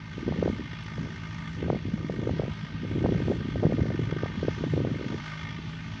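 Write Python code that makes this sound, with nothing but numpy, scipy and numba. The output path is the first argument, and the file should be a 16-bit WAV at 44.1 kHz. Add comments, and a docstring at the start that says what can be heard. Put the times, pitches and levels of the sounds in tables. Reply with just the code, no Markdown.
"""A diesel tractor hums and clatters far off across a field while wind rumbles and pops on a phone.
Exhaust: wavering tones on the firing rate. Knock: noise bursts per firing, shaped into a clatter with
narrow bands that stand out. Roar: shaped noise. Knock and roar flicker, then return late off the soil.
Wind: shaped noise, a flutter of small random wavelets and listed strong pops.
Two faint ticks and capsule hiss complete the scene."""
import sys
import numpy as np
from scipy import signal
from scipy.fft import rfft, irfft
from scipy.io import wavfile
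from scipy.ndimage import uniform_filter1d
from numba import njit

SR = 44100
rng = np.random.default_rng(int(sys.argv[2]) if len(sys.argv) > 2 else 0)


def to_wav(sig):
    """Store sig (one row per channel, or 1-D mono) as 16-bit WAV at the path in sys.argv[1].

    Samples outside -1..1 are clipped; the rate is SR.
    """
    pcm = np.clip(np.atleast_2d(sig), -1, 1) * 32767
    pcm = np.round(pcm).astype(np.int16)
    wavfile.write(sys.argv[1], SR, pcm.T)  # frames by channels


def volts_from_decibels(level):
    """Turn decibel levels (scalar or array-like) into linear amplitude factors."""
    exponent = np.asarray(level, float) / 20
    return 10 ** exponent


N = 264600
T = np.arange(N) / SR

# Crank speed. Each row: time in seconds, firings per second in Hz.
FIRING_RATE_HZ = [(0, 53.24), (1.2, 53.78), (1.75, 54.47), (2.2, 53.37), (3.2, 52.53), (4.6, 52.81),
                  (5.2, 51.02), (5.7, 54.08), (6, 53.11)]
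# Engine strength ahead of the ground bounce. Each row: time in seconds, knock in dB, roar in dB.
KNOCK_ROAR_DB = [(0, -52, -53), (.35, -48.5, -49), (.8, -47.5, -51.5), (1.4, -48, -50), (1.75, -52, -51),
                 (2.15, -49.5, -53), (2.4, -50, -50.5), (2.8, -50, -51), (3.2, -50.5, -48.5),
                 (3.7, -49.5, -51.5), (4.15, -46, -50.5), (4.5, -49, -47), (4.8, -53.5, -49),
                 (5.1, -46.5, -49.5), (5.3, -45.5, -45.5), (5.47, -42.5, -51), (5.65, -52.5, -49),
                 (6, -50, -48)]
# Exhaust strength. Each row: time in seconds, level in dB.
EXHAUST_LEVEL_DB = [(0, -39.5), (.9, -42), (1.6, -38), (2.5, -40.5), (3.3, -38.5), (4.5, -38.5),
                    (5.1, -41.5), (6, -36.5)]
# Exhaust tones. Each row: multiple of the firing rate, relative level in dB.
EXHAUST_TONES = [(1, -9.5), (2, -8), (3, -0.5), (4, -11), (5, -15), (7, -29), (8, -29), (11, -29),
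                 (12, -29)]
# Knock of each cylinder. One relative level in dB per cylinder, in firing order.
CYLINDER_KNOCK_DB = [1.6, -1, 1.5, 2]
# Block and tinwork response to the knock. Each row: frequency in Hz, relative density in dB per Hz.
CLATTER_SPECTRUM = [(250, -27), (500, -17.5), (800, -8), (1200, -2.5), (1700, -1.5), (2200, 0), (2600, -15),
                    (3400, -9), (4200, -19), (6000, -19.5), (7500, -36), (8200, -43), (9700, -51),
                    (10300, -78.5)]
# Narrow bands that stand out in the clatter, one a thin whine near 4.5 kHz.
# Each row: frequency in Hz, width of one filter pass in Hz, level re clatter in dB.
CLATTER_PEAKS = [(1200, 90, -18), (1560, 100, -20), (1850, 170, -19), (2140, 170, -20), (2385, 90, -25),
                 (2720, 250, -24), (3000, 220, -19), (3345, 190, -16), (4544, 16, -33)]
# Fan, gears and soil. Each row: frequency in Hz, relative density in dB per Hz.
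ROAR_SPECTRUM = [(250, 7.5), (500, -5.5), (800, 7.5), (1500, 6.5), (2200, 5.5), (2700, 7), (3400, 5),
                 (3700, 1), (4500, 0), (4900, -3.5), (6000, -5), (7000, -15.5), (7800, -28), (9700, -47),
                 (10300, -63), (16000, -74.5)]
# Wind strength at the port. Each row: time in seconds, flutter level in dB.
GUST_DB = [(0, -60.5), (.12, -55), (.24, -44.5), (.45, -35), (.7, -52), (.9, -59), (1.02, -41.5),
           (1.4, -60), (1.53, -51.5), (1.69, -28.5), (1.81, -48), (2.3, -35.5), (2.6, -51.5), (2.8, -47.5),
           (3.07, -28), (3.2, -39), (3.3, -32), (3.5, -44), (3.68, -30.5), (4, -40), (4.35, -44),
           (4.5, -44.5), (4.85, -33), (5.0, -44), (5.12, -35.5), (5.23, -55), (5.6, -50), (6, -59.5)]
# Rumble under the flutter. Each row: time in seconds, level in dB.
RUMBLE_LEVEL_DB = [(0.0, -57), (0.06, -40.5), (0.52, -31), (0.55, -35), (0.92, -44), (0.97, -34.5),
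                   (1.27, -42.5), (1.6, -36.5), (1.65, -29.5), (1.82, -43), (1.87, -35), (2.26, -37),
                   (2.31, -28), (2.35, -36), (2.52, -35), (2.56, -45.5), (2.94, -29.5), (3.36, -33),
                   (3.49, -34.5), (3.66, -31.5), (4.31, -37), (4.93, -32), (4.98, -42), (5.13, -34.5),
                   (5.31, -51), (5.43, -37.5), (5.46, -44.5), (5.6, -39.5), (5.97, -41.5), (6.0, -47)]
# Rumble colour. Each row: frequency in Hz, relative density in dB per Hz.
RUMBLE_SPECTRUM = [(20, -34), (35, -19.5), (50, -6.5), (80, 3.5), (120, 4), (200, -3.5), (300, -10.5),
                   (500, -39.5), (1000, -81.5)]
# Strong eddies breaking on the port. Each row: centre in seconds, peak in dB, pitch in Hz, turns.
EDDY_POPS = [(0.182, -23.5, 303, 0.98), (0.205, -34, 300, 1.1), (0.232, -25, 304, 2), (.266, -24, 250, 1.5),
             (0.281, -15.5, 328, 1.3), (0.29, -19, 343, 0.99), (.313, -17, 151, 0.71),
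             (.324, -21.5, 557, 0.85), (.377, -29, 300, 1.13), (.39, -19.5, 193, 1.8),
             (.412, -24, 197, 2.4), (0.428, -12, 436, 1.43), (.46, -14, 343, 1.16), (0.479, -15, 500, 1.27),
             (.5, -16.5, 261, 0.76), (.532, -22.5, 200, 1.2), (0.597, -24.5, 303, 1.3),
             (.61, -26.5, 265, 1.6), (0.733, -32.5, 298, .9), (0.861, -37, 300, 1), (.92, -37, 320, 1.4),
             (0.982, -27.5, 397, 1.07), (1.074, -32, 353, 1.1), (1.604, -31, 300, 1.1),
             (1.629, -19, 348, 1.4), (1.655, -23, 171, 1.9), (1.664, -22, 303, 1.3),
             (1.702, -11, 490, 0.86), (1.731, -16, 380, 1.1), (1.748, -24.5, 500, 1.1),
             (1.759, -19.5, 200, 1.1), (1.766, -28, 520, 1), (1.855, -23, 255, 1.33),
             (1.885, -22.5, 228, 0.73), (1.941, -16.5, 180, 1.2), (1.98, -30, 450, 0.6),
             (2.005, -31.5, 301, 1.18), (2.048, -21, 229, 1.3), (2.099, -18, 437, 1.05),
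             (2.162, -30, 300, 1.3), (2.193, -19, 228, 1.07), (2.231, -27.5, 459, 0.66),
             (2.274, -17, 420, 2), (2.295, -17.5, 455, .84), (2.311, -19, 147, 0.7),
             (2.336, -26.5, 300, 1.1), (2.398, -15, 434, 1.44), (2.421, -24, 557, 1),
             (2.436, -21.5, 447, 1.2), (2.453, -26, 447, 1.1), (2.481, -22, 340, 0.93),
             (2.64, -25, 165, 1.8), (2.746, -23.5, 152, .8), (2.835, -23, 255, 1),
             (2.851, -24.5, 303, 0.79), (2.915, -21.5, 296, 1.6), (2.962, -20.5, 298, 2.1),
             (2.984, -19.5, 294, 1.2), (3.019, -25, 330, 1.2), (3.043, -15, 350, 0.69),
             (3.049, -11, 225, 0.79), (3.061, -14.5, 515, .8), (3.091, -18, 400, 1.5),
             (3.123, -15.5, 332, 1.36), (3.148, -21.5, 345, .65), (3.161, -18, 173, 1.1),
             (3.204, -20, 347, 1.16), (3.223, -18.5, 226, 1.4), (3.283, -15.5, 297, 0.89),
             (3.301, -14, 268, 1.04), (3.307, -15.5, 305, 1.6), (3.316, -18.5, 480, 2.3),
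             (3.322, -23, 600, 1.4), (3.456, -21.5, 199, 1.2), (3.489, -22, 262, 1.5),
             (3.559, -21, 480, 1.34), (3.628, -17.5, 330, 1.7), (3.633, -16, 480, 1.1),
             (3.64, -15.5, 459, 1.1), (3.648, -17, 404, 1.15), (3.654, -11.5, 229, 0.8),
             (3.667, -12, 346, 0.94), (3.69, -25, 228, 0.87), (3.707, -25, 436, 1.1),
             (3.724, -16, 447, 1.2), (3.743, -21, 263, 3.3), (3.784, -20, 400, 1.3), (3.793, -17, 307, 1.8),
             (3.805, -25, 477, 1.1), (3.821, -20.5, 201, 0.88), (3.836, -25, 380, 1.5),
             (3.857, -21.5, 303, 0.58), (3.889, -19, 150, 1.3), (3.905, -19, 380, 0.84),
             (3.949, -21, 298, 1.34), (3.994, -17, 293, 1.2), (4.019, -22, 149, 1.6), (4.04, -28, 300, 1.2),
             (4.075, -19, 150, 0.77), (4.099, -28, 320, 0.99), (4.127, -17.5, 334, 0.94),
             (4.166, -19.5, 294, 0.98), (4.235, -15.5, 374, 1.02), (4.26, -23, 557, 0.93),
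             (4.301, -30, 300, 1), (4.355, -31, 300, 1.1), (4.38, -21, 176, 1.3), (4.431, -16.5, 390, 1.26),
             (4.45, -20.5, 303, 1.1), (4.484, -12.5, 416, 1.34), (4.58, -30, 300, 0.98),
             (4.61, -25, 300, 1.4), (4.621, -22, 151, 1.3), (4.64, -16, 386, 1.08),
             (4.669, -20.5, 225, 1.4), (4.738, -16, 348, 1.27), (4.767, -22.5, 390, 0.89),
             (4.778, -16, 390, 1.3), (4.804, -18, 348, 1.2), (4.85, -17.5, 452, 1.1),
             (4.873, -19.5, 344, 1.2), (4.884, -27, 450, 0.98), (4.916, -21, 227, 1.4),
             (4.944, -29, 420, 1.3), (4.96, -24.5, 306, 1.2), (4.997, -28, 350, 1.1),
             (5.013, -21.5, 340, 1.1), (5.054, -29.5, 332, 0.79), (5.065, -22, 226, 1.5),
             (5.103, -26.5, 300, 1.9), (5.134, -24, 265, 1.45), (5.146, -22.5, 340, 1.7),
             (5.59, -27, 230, 0.95)]
# Faint dry ticks close by. Each row: start in seconds, peak in dB, pitch in Hz.
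DRY_TICKS = [(0.837, -54, 8500), (1.478, -63, 8550)]
# Capsule hiss. Each row: frequency in Hz, relative density in dB per Hz.
HISS_SPECTRUM = [(6000, -1), (10000, 2.5), (13000, -11.5), (15000, -6)]

FIRST_FIRING = .05  # share of a firing period already run at the start
HABIT = 0.31  # share of the knock that a cylinder repeats from cycle to cycle
GROUND_MS, GROUND_SHARE, GROUND_HZ = 3.265, 0.64, 2300
AIR_TOP_HZ = 10000
GUST_REF_DB = -42.5  # a middling gust
FLUTTER_HZ, FLUTTER_OCT_PER_DB = 150, .015  # lowest pitch at a middling gust; climb with gust level
POP_PHASE_RAD, POP_SCATTER_RAD = 1.2, .8  # an eddy pushes first and pulls after
WAKE_DB, WAKE_MS, WAKE_HZ, WAKE_TURNS = -8.5, 5.76, 151, 1.58  # wake level re its pop
HISS_DB, FADE_IN_S = -89, .003


def tractor():
    """Exhaust and knock run off one crank; the roar runs on beneath."""
    firings = FIRST_FIRING + np.cumsum(curves(FIRING_RATE_HZ)[0]) / SR
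    knock_db, roar_db = curves(KNOCK_ROAR_DB)
    body = volts_from_decibels(knock_db) * knock(firings) + volts_from_decibels(roar_db) * roar()
    hum = volts_from_decibels(curves(EXHAUST_LEVEL_DB)[0]) * exhaust(firings)
    return hum + ground(shimmer(body, 1.36, 16))


def exhaust(firings):
    """Tones on the firing rate; moving air makes each waver by itself, the high ones most."""
    hum = np.zeros(N)
    for multiple, db in EXHAUST_TONES:
        strength = volts_from_decibels(db + (1.2 + .25 * multiple) * walk(8.3))
        turns = multiple * firings + rng.random() + 0.02 * multiple * walk(12)
        hum += strength * np.sin(2 * np.pi * turns)
    return level(hum, 0)


def knock(firings):
    """A rounded burst of noise at every firing, a little uneven in size, clatters in the block."""
    stroke, phase = firings.astype(int), firings % 1
    cylinder = stroke % 4
    uneven_db = 1.1 * rng.standard_normal(stroke[-1] + 1)[stroke]
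    size_db = np.array(CYLINDER_KNOCK_DB)[cylinder] + uneven_db
    # each cylinder rattles its own parts in much the same way every time
    samples_since_firing = np.arange(N) - np.searchsorted(stroke, stroke)
    habit = rng.standard_normal((4, 1024))[cylinder, samples_since_firing]
    rattle = HABIT * habit + np.sqrt(1 - HABIT ** 2) * rng.standard_normal(N)
    bursts = volts_from_decibels(size_db) * phase * np.exp(-phase / 0.19) * rattle
    clatter = level(colour(bursts, CLATTER_SPECTRUM), 0)
    peaks = sum(level(band(bursts, hz, width_hz), db) for hz, width_hz, db in CLATTER_PEAKS)
    return level(clatter + peaks, 0)


def roar():
    """Fan, gears and soil as steady shaped noise."""
    return level(colour(rng.standard_normal(N), ROAR_SPECTRUM), 0)


def shimmer(x, depth_db, rate_hz):
    """Each third of an octave flickers on its own in level, the treble most."""
    third = 3 * np.log2(np.arange(N // 2 + 1) * SR / N + 1)
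    spectrum = rfft(x)
    out = np.zeros(N)
    for mid in range(22, 42):
        part = irfft(spectrum * np.clip(1 - abs(third - mid), 0, 1), N)
        band_depth_db = depth_db + 1.4 * max(mid - 37.5, 0)
        out += part * volts_from_decibels(band_depth_db * walk(rate_hz))
    return out


def ground(direct):
    """Soft soil returns the lower part late and combs the spectrum; the air eats the top."""
    soil = signal.butter(3, GROUND_HZ, fs=SR, output="sos")
    bounce = signal.sosfiltfilt(soil, direct)
    lag_samples = (GROUND_MS + 0.035 * walk(3.07)) * SR / 1000
    late = np.interp(np.arange(N) - lag_samples, np.arange(N), bounce)
    air = signal.ellip(6, .5, 50, AIR_TOP_HZ, fs=SR, output="sos")
    return signal.sosfilt(air, direct + GROUND_SHARE * late)


def wind():
    """Turbulence at the port: rumble, flutter and pops."""
    gust_db = curves(GUST_DB)[0]
    return volts_from_decibels(curves(RUMBLE_LEVEL_DB)[0]) * rumble() + volts_from_decibels(gust_db) * flutter(gust_db) + pops()


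def rumble():
    """Low noise made lumpy by a random level, then shaped."""
    lumpy = rng.standard_normal(N) * volts_from_decibels(2.0 * walk(24.1))
    low_pass = signal.butter(4, 900, fs=SR, output="sos")
    return level(signal.sosfilt(low_pass, colour(lumpy, RUMBLE_SPECTRUM)), 0)


def flutter(gust_db):
    """Small random eddies, each a short wavelet; pitch climbs as the gust grows."""
    when, pitch, size, turn, spread = rng.random((1800, 5)).T
    climb_oct = FLUTTER_OCT_PER_DB * (gust_db[(when * N).astype(int)] - GUST_REF_DB)
    hz = FLUTTER_HZ * 2 ** (1.51 * pitch + climb_oct)
    gain = volts_from_decibels(-3.5 * np.log(1 - .98 * size))
    return level(puffs(N, when * N / SR, hz, gain, 0.4 + 1.36 * spread, 2 * np.pi * turn), 0)


def pops():
    """Strong eddies break on the port; each has a front and trails a low swing."""
    s, peak_db, hz, turns = np.transpose(EDDY_POPS)
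    push, swing = rng.standard_normal((len(s), 2)).T
    phase = POP_PHASE_RAD + POP_SCATTER_RAD * push
    core = puffs(N, s, hz, volts_from_decibels(peak_db), turns, phase)
    wake = puffs(N, s + WAKE_MS / 1000, np.full(len(s), WAKE_HZ), volts_from_decibels(peak_db + WAKE_DB),
                 np.full(len(s), WAKE_TURNS), np.pi * swing)
    # the stronger the eddy, the steeper its front
    edge = puffs(N, s, 2.18 * hz, volts_from_decibels(1.447 * peak_db - 9), np.full(len(s), 1.05), phase)
    return core + wake + edge


def ticks():
    """Millisecond pings in the high treble."""
    s, peak_db, hz = np.transpose(DRY_TICKS)
    return puffs(N, s + 0.00085, hz, volts_from_decibels(peak_db), np.full(len(s), 6.), 0 * s)


def capsule_hiss():
    """Self-noise of the microphone as faint shaped noise."""
    return level(colour(rng.standard_normal(N), HISS_SPECTRUM), HISS_DB)


def level(x, db):
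    """Scale to an rms level."""
    return x * volts_from_decibels(db) / np.sqrt(np.mean(x ** 2))


def curves(table):
    """Columns of a table after its time column, one value a sample."""
    s, *columns = np.transpose(table)
    return [np.interp(T, s, c) for c in columns]


def colour(x, points):
    """Filter by a (Hz, dB) spectrum."""
    hz, db = np.transpose(points)
    f = np.arange(N // 2 + 1) * SR / N + 1
    return irfft(rfft(x) * volts_from_decibels(np.interp(np.log(f), np.log(hz), db)), N)


def band(x, hz, width_hz):
    """Resonance applied twice for steep flanks, gain 1 at the centre."""
    b, a = signal.iirpeak(hz, hz / width_hz, SR)
    return signal.lfilter(b, a, signal.lfilter(b, a, x))


def walk(rate_hz):
    """Random levels held 1 / rate_hz seconds and slewed twice; spread near 1."""
    k = int(SR / rate_hz)
    held = np.repeat(rng.standard_normal(N // k + 1), k)
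    return 1.16 * uniform_filter1d(uniform_filter1d(held, k), k)[:N]


@njit
def puffs(n, at, hz, gain, turns, phase):
    """Bell-shaped pressure wavelets of a few turns each, centred at the given seconds."""
    y = np.zeros(n)
    for k in range(len(at)):
        half = int(1.5 * turns[k] / hz[k] * SR)
        for j in range(-half, half):
            i = int(at[k] * SR) + j
            if 0 <= i < n:
                c = j * hz[k] / SR
                bell = np.exp(-4 * (c / turns[k]) ** 2)
                y[i] += gain[k] * bell * np.cos(2 * np.pi * c + phase[k])
    return y


def scene():
    """Open field, no walls; one channel with a short fade-in."""
    mix = tractor() + wind() + ticks()
    return (mix * np.clip(T / FADE_IN_S, 0, 1))[None]


def band_limit(x):
    """A steep low-pass at the top of the band."""
    return signal.sosfilt(signal.butter(12, 15720, fs=SR, output="sos"), x)


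def record(dry):
    """The capsule hisses faintly and the phone cuts the deepest bass."""
    bass_cut = signal.butter(2, 50, "high", fs=SR, output="sos")
    mix = signal.sosfilt(bass_cut, dry + capsule_hiss())
    return band_limit(mix)


dry = scene()
out = record(dry)
to_wav(out)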